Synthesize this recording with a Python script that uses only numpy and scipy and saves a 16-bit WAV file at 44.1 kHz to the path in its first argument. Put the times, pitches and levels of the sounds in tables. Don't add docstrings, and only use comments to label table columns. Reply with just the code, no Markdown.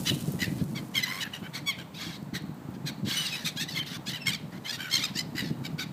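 import sys
import numpy as np
from scipy import signal
from scipy.fft import rfft, irfft
from scipy.io import wavfile
from scipy.ndimage import uniform_filter1d

SR = 44100
rng = np.random.default_rng(int(sys.argv[2]) if len(sys.argv) > 2 else 0)


def decibels_to_gain(level_db):
    exponent = np.asarray(level_db, float) / 20
    return 10 ** exponent


def generate_wav(signal):
    frames = np.transpose(np.atleast_2d(signal))
    scaled = np.clip(frames, -1, 1) * 32767
    pcm = np.round(scaled).astype(np.int16)
    wavfile.write(sys.argv[1], SR, pcm)


N = 261411


def evened(x):
    return x / np.sqrt(np.mean(x ** 2) + 1e-20)


def add(mix, start_s, sound):
    part = mix[round(start_s * SR):][:len(sound)]
    part += sound[:len(part)]


def along(rows):
    return np.interp(np.arange(N) / SR, *np.transpose(rows))


def colour(x, points):
    hz, db = np.transpose(points)
    log_hz = np.log(np.abs(np.fft.fftfreq(8192, 1 / SR)) + 1)
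    log_gain = np.log(decibels_to_gain(np.interp(log_hz, np.log(hz), np.maximum(db, -100))))
    taps = np.fft.ifft(np.exp(np.conj(signal.hilbert(log_gain)))).real[:4096]
    return signal.oaconvolve(x, taps)[:len(x)]


def wander(count, smooth):
    size = max(int(smooth), 2)
    once = uniform_filter1d(rng.standard_normal(count), size)
    return evened(uniform_filter1d(once, size))


def peak(hz, centre_hz, width_hz):
    return 1 / (1 + ((hz - centre_hz) / width_hz) ** 2)


# frequency in Hz, density in dB per Hz.
WASH_SPECTRUM = [(210, -37), (350, -2.5), (417, 1.5), (855, 3), (2650, -13.5), (3160, -15.5), (4340, -16),
                 (5340, -21.5), (7840, -19), (9790, -27), (14600, -19.5), (15800, -22)]


def wash():
    swell_db = 0.8 * wander(N, 2500)
    level_db = -55 + 3.0
    return decibels_to_gain(level_db + swell_db) * evened(colour(rng.standard_normal(N), WASH_SPECTRUM))


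# time in seconds, level in dB.
WIND_LEVEL = [(0.0, -37), (0.13, -28.5), (0.2, -35), (0.58, -31), (1.01, -41.5), (2.99, -37.5), (3.07, -26),
              (3.1, -42), (3.75, -39), (4.95, -41), (5.5, -34), (5.93, -34.5)]
# frequency in Hz, density in dB per Hz.
BUFFET_SPECTRUM = [(15, -96), (25, -43.5), (105, -7), (151, 2), (303, -7), (376, -16.5), (712, -30),
                   (800, -49), (1040, -51), (1760, -120)]
# start in seconds, peak level in dB.
THUMPS = [(0.013, -28.5), (0.11, -21.5), (0.162, -25), (0.277, -22.5), (0.337, -27.5), (0.421, -22),
          (0.554, -32), (0.611, -19), (0.727, -28), (0.807, -31.5), (1.417, -30.5), (1.618, -33),
          (1.773, -31), (2.332, -30.5), (2.436, -26.5), (2.491, -27.5), (2.683, -26), (2.842, -27),
          (3.026, -31), (3.065, -30), (3.616, -35.5), (4.077, -30.5), (4.277, -30.5), (4.985, -32),
          (5.152, -27), (5.348, -29), (5.421, -26.5), (5.497, -23.5), (5.727, -36), (5.786, -34.5)]


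def wind():
    lumps_db = 3.74 * wander(N, 100) + 2.3 * wander(N, 920)
    pushes = rng.standard_normal(N) * decibels_to_gain(lumps_db)
    out = decibels_to_gain(along(WIND_LEVEL) - 2.5) * evened(colour(pushes, BUFFET_SPECTRUM))
    t = np.arange(3000) / SR
    for start_s, peak_db in THUMPS:
        burst = rng.standard_normal(len(t)) * decibels_to_gain(-60 * t / 0.1)
        gust = colour(burst, BUFFET_SPECTRUM)
        add(out, start_s, decibels_to_gain(peak_db) * gust / abs(gust).max())
    return out


# time in seconds, level in dB.
RUSTLE_LEVEL = [
    (0.0, -48),
    (1.01, -66),
    (2.95, -83),
    (3.3, -62),
    (4.01, -73.5),
    (5.93, -72.5),
]
# frequency in Hz, density in dB per Hz.
CLOTH_SPECTRUM = [(710, -8), (1200, -18), (1550, -20), (3010, -13), (8150, -9), (15500, -13)]
# start in seconds, peak level in dB, level of the lower part in dB.
SNAPS = [(0.1478, -33, 1), (0.2079, -29, -20), (0.2794, -63.5, -7), (0.321, -23, -25), (0.64, -34, 0),
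         (2.2282, -42, -2), (2.2857, -55, -6), (2.4224, -41, 6), (2.4638, -48, -9), (2.5444, -44, -5),
         (2.7077, -43, -19)]


def jacket():
    crackle_db = 2.5 * wander(N, 60) + 1.6 * wander(N, 900)
    grains = rng.standard_normal(N) * decibels_to_gain(crackle_db)
    out = decibels_to_gain(along(RUSTLE_LEVEL) + 5.5) * evened(colour(grains, CLOTH_SPECTRUM))
    t = np.arange(400) / SR
    for start_s, peak_db, low_db in SNAPS:
        burst = rng.standard_normal(len(t)) * decibels_to_gain(-60 * t / 0.0075)
        spectrum = [(1500, low_db - 18), (3000, low_db), (8000, low_db), (11000, 0), (16000, 0)]
        snap = colour(burst, spectrum)
        add(out, start_s, decibels_to_gain(peak_db) * snap / abs(snap).max())
    return out


def shore(x):
    t = np.arange(SR // 2) / SR
    sparse = rng.random(len(t)) < 0.05
    decay = decibels_to_gain(-60 * t / 0.5) * (t > 0.012)
    taps = rng.standard_normal(len(t)) * sparse * decay
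    taps = colour(taps, [(1000, -10), (2000, 0), (4500, -1), (7000, -10), (16000, -16)])
    scattered = x * (0.5 + wander(N, 50))
    return signal.oaconvolve(scattered, taps / np.linalg.norm(taps))[:N]


def vocal_tract(f, throat):
    beak_hz, windpipe_db, upper_db, echo_ms = throat
    tract = peak(f, beak_hz, 990)
    tract += decibels_to_gain(windpipe_db) * peak(f, 1630, 520)
    tract += decibels_to_gain(upper_db) * peak(f, 6500, 4500)
    tract /= np.sqrt(1 + (1300 / (f + 1)) ** 4) * np.sqrt(1 + (f / 9000) ** 12)
    return tract * (1 + 0.39 * np.exp(-2j * np.pi * f * echo_ms / 1000))


def yelp(rows, voice, throb_hz, throat):
    s, effort_db, pitch_hz = np.transpose(rows)
    rough, depth = np.clip(voice, 0, 1)
    upper_db = throat[2]
    fade_s = 0.008
    t = np.arange(s[0] - fade_s, s[-1] + fade_s, 1 / SR)
    count = len(t)
    beat = throb_hz * (t - s[np.argmax(effort_db)])

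    to_centre_s = (np.round(beat) - beat) / throb_hz
    held_hz = np.interp(t + np.minimum(3.4 * depth, 1) * to_centre_s, s, pitch_hz)
    waver = 0.051 * rough * wander(count, 40) + 0.06 * rough * wander(count, 260)
    turns = np.cumsum(uniform_filter1d(held_hz, 60) * (1 + waver)) / SR

    flicker_db = [(3.0 + 1.35 * rough) * wander(count, 470) for k in range(12)]
    flicker_db[1] += 0.4 * throat[1] - 6.0
    top = min(int(9800 / pitch_hz.max()), 11)
    pulses = sum(decibels_to_gain(flicker_db[k]) * np.cos(2 * np.pi * k * turns + 0.169 * k ** 2)
                 for k in range(1, top + 1))
    puffs = evened((0.3 + np.exp(-(turns % 1) / 0.25)) * rng.standard_normal(count))

    effort_db = uniform_filter1d(np.interp(t, s, effort_db), 250)
    noisy = np.clip(0.85 * rough * decibels_to_gain(0.2 * (effort_db.max() - effort_db)), 0, 1)
    dip_phase = beat + 0.06 * wander(count, 500)
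    dip = np.clip(1.75 * depth, 0, 0.9) * np.sin(np.pi * dip_phase) ** 4
    shape = decibels_to_gain(effort_db)
    shape *= signal.windows.tukey(count, min(4 * fade_s / (t[-1] - t[0]), 1))

    size = count + 256
    f = np.fft.rfftfreq(size, 1 / SR)
    tone = np.sqrt(1 - noisy ** 2) * evened(pulses * (1 - dip))
    breath = 1.9 * noisy * puffs * (1 - 0.4 * dip)
    voiced = irfft(rfft((tone + breath) * shape, size) * vocal_tract(f, throat), size)
    voiced *= np.linalg.norm(shape) / np.linalg.norm(voiced)
    top_band = peak(f, 12800, 2200) * (f > 9800)
    top_hiss = irfft(rfft(puffs * (1 - dip) * shape, size) * top_band, size)
    return max(t[0], 0), voiced + decibels_to_gain(0.43 * upper_db - 1.5) * top_hiss


VOICE = dict(clear=(.15, .12), trill=(.34, .46), gargle=(.48, .42), slide=(.5, .4), yelp=(.46, .2),
         yap=(.5, .16), croak=(.68, .12), scream=(.72, .1), rise=(.31, .13), whistle=(.13, .18),
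         bark=(.3, .36), chip=(.15, .05), drone=(.42, .45), rasp=(.62, .18), chatter=(.52, .44),
         swell=(.33, .43), peep=(.1, .27))
# throbs in Hz, beak resonance in Hz, upper resonance in dB,
# lag of a close reflection in ms.
THROAT = dict(clear=(79, 3360, -19.5, 0.9), trill=(74, 3843, -17.5, 2.2), gargle=(77.5, 2910, -12, 0.7),
          slide=(67, 3852, -7.5, -0.2), yelp=(76, 3350, -17, 2.3), yap=(68, 3987, -15, -0.86),
          croak=(75, 3160, -11, 0.2), scream=(84, 3830, -15, 1.8), rise=(81, 3750, -14, 1.8),
          whistle=(73, 3300, -15, -0.1), bark=(85.5, 3200, -16.5, 1.3), swell=(55.5, 4399, -17, 0.4),
          peep=(62, 3000, -34, 1.7), chip=(61, 3600, -22, -0.5), drone=(93.5, 2800, -5, .21),
          rasp=(82, 3698, -11.5, 0.5), chatter=(76, 3700, -12.5, 0.42))
# attack as a share of length, release as a share of length,
# change while held in dB, start level in dB, end level in dB.
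EFFORT = dict(clear=(0.24, 0.44, -2, -23, -24), trill=(0.46, 0.33, -2.5, -15.5, -16),
          gargle=(0.22, 0.4, -4, -12, -8.5), slide=(0.2, 0.2, -5.5, 0.5, -5),
          yelp=(.28, 0.26, 1.5, -15.5, -23), yap=(0.2, 0.35, -2.5, -11, -18),
          croak=(0.14, 0.05, -2, -27, -23), scream=(0.18, .1, -9, -18.5, -13),
          rise=(0.3, 0.75, 1.5, -13, -2.5), whistle=(.2, 0.3, -10, -24, -4),
          bark=(0.23, 0.42, -0.5, -19, -14.5), swell=(0.57, .35, -4.5, -18, -32),
          peep=(0.3, 0.4, -6, -9, -12), chip=(0.5, 0.47, -3, -18, -28), drone=(0.33, 0.1, -3, -4.5, -6),
          rasp=(0.29, .4, -4, -13, -30), chatter=(.38, 0.34, -2.5, -17, -22))
BEND = dict(clear=(.95, .965, .74), trill=(.89, .98, .83), gargle=(.91, .97, .91), slide=(1.05, .93, .84),
        yelp=(.92, .99, .84), yap=(.97, .97, .9), croak=(.97, 1.02, .95), scream=(.9, .93, .93),
        rise=(.95, 1.12, 1.22), whistle=(.985, .985, .9), bark=(.81, .98, .77), swell=(.82, 1.02, .97),
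        peep=(1.01, .98, .96), chip=(.97, .995, .95), drone=(.8, 1.07, 1.06), rasp=(.96, .98, .9),
        chatter=(.9, .95, .84))


def call(kind, start, length, effort_db, pitch_hz, windpipe_db):
    attack, release, held_db, start_db, end_db = EFFORT[kind]
    first, held, last = BEND[kind]
    throb_hz, beak_hz, upper_db, echo_ms = THROAT[kind]
    upper_db = upper_db + 0.2 * (effort_db - -31)
    u = np.linspace(0, 1, num=40)
    shut = np.clip(1 - u / attack, 0, 1)
    holding = np.clip((u - attack) / max(1 - attack - release, 1e-3), 0, 1)
    closing = np.clip(1 - (1 - u) / release, 0, 1)
    effort_db = effort_db + start_db * shut + held_db * holding + (end_db - held_db) * closing ** 1.4
    bend = 1 + (first - 1) * shut ** 2 + (held - 1) * holding + (last - held) * closing ** 1.6
    rows = np.transpose([start + length * u, effort_db, pitch_hz * bend])
    return yelp(rows, VOICE[kind], throb_hz, (beak_hz, windpipe_db, upper_db, echo_ms))


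# start in seconds, length in seconds, effort in dB,
# pitch in Hz, windpipe resonance in dB.
CLEAR = [
    (1.657, 0.076, -25.5, 1138, -2),
]
BARKS = [
    (0.938, 0.08, -25.5, 1090, -0.5),
    (4.122, 0.066, -35, 1004, 0.5),
    (4.256, 0.062, -25, 1072, -1.5),
]
TRILLS = [
    (4.308, 0.058, -30.5, 1174, -2),
    (4.674, 0.052, -30, 861, -5),
    (4.9, 0.093, -22, 1094, -6),
    (5.016, 0.055, -26, 1255, -6),
]
GARGLES = [
    (1.212, 0.067, -35.5, 895, 23),
    (1.328, 0.049, -35.5, 960, -3),
    (1.778, 0.051, -41.5, 790, 3),
    (4.78, 0.12, -35, 787, 8),
]
SLIDES = [
    (3.256, 0.046, -35, 1235, -2),
    (3.352, 0.088, -39, 996, 6.5),
    (3.695, 0.055, -38.5, 958, -5),
    (5.432, 0.08, -43.5, 920, 0),
]
YELPS = [
    (0.052, 0.064, -26.5, 965, -8.5),
    (1.2, 0.044, -32, 990, -12),
    (1.42, 0.066, -45, 767, 16),
    (3.305, 0.069, -35.5, 1272, -13),
    (4.64, 0.05, -38, 1050, 3),
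    (3.74, 0.068, -32, 1088, -1.5),
]
YAPS = [
    (0.75, 0.061, -37.5, 1105, 3),
    (4.718, 0.059, -34.5, 964, -5),
    (4.982, 0.058, -33, 1132, -2),
    (5.782, 0.068, -32.5, 774, 4.5),
]
CROAKS = [
    (0.575, 0.047, -50, 840, -3),
    (2.735, 0.034, -54.5, 834, 4),
    (5.07, 0.035, -44, 1017, 9),
    (1.932, 0.12, -45.5, 1253, -26),
    (3.853, 0.079, -41, 978, -6),
    (3.922, 0.054, -39, 1143, 2),
    (4.085, 0.043, -36.5, 980, -6),
    (4.515, 0.074, -50, 969, 10.5),
]
SCREAMS = [
    (1.975, 0.2, -37.5, 1107, -0.5),
    (3.05, 0.27, -30, 1037, -4),
]
RISES = [
    (3.558, 0.055, -35, 730, -6),
    (4.058, 0.043, -35, 735, -15),
]
SWELLS = [
    (5.142, 0.092, -26.5, 986, -6),
]
WHISTLES = [
    (3.147, 0.122, -28, 3004, 2.8),
]
PEEPS = [
    (3.312, 0.046, -33, 2550, 9),
    (4.205, 0.0578, -39.5, 2680, 4.2),
    (3.788, 0.04, -28.5, 3180, 13),
]
CHIPS = [
    (1.022, 0.034, -21, 1026, -5),
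    (3.68, 0.0216, -30.5, 993, -18),
]
DRONES = [
    (1.048, 0.165, -35.5, 1026, 13.3),
]
RASPS = [
    (2.857, 0.062, -32.5, 810, -6),
    (2.335, 0.062, -33, 1040, 2.5),
    (3.444, 0.068, -27.5, 1175, -9),
    (3.594, 0.064, -29.5, 920, -10),
    (3.822, 0.025, -42, 860, 6),
    (1.532, 0.078, -34.5, 1130, 2.5),
]
CHATTERS = [
    (0.388, 0.082, -28, 986, 2),
    (5.35, 0.0853, -30.5, 1026, 6),
    (5.634, 0.05, -36, 801, -4),
]
FLOCK = dict(clear=CLEAR, bark=BARKS, trill=TRILLS, gargle=GARGLES, slide=SLIDES, yelp=YELPS,
             yap=YAPS, croak=CROAKS, scream=SCREAMS, rise=RISES, swell=SWELLS, whistle=WHISTLES,
             peep=PEEPS, chip=CHIPS, drone=DRONES, rasp=RASPS, chatter=CHATTERS)


def flock():
    gulls = np.zeros(N)
    for kind, rows in FLOCK.items():
        for row in rows:
            add(gulls, *call(kind, *row))
    return gulls


def scene():
    gulls = flock()
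    echoes = decibels_to_gain(-22) * shore(gulls)
    return (wash() + wind() + jacket() + echoes + gulls)[None]


def roll_off(x):
    return signal.sosfilt(signal.butter(12, 16220, fs=SR, output="sos"), x)


def record(dry):
    low_pass = signal.firwin(401, 15500, window=("kaiser", 8), fs=SR)
    cut = signal.oaconvolve(dry, low_pass[None], "same")
    return roll_off(cut)


dry = scene()
out = record(dry)
generate_wav(out)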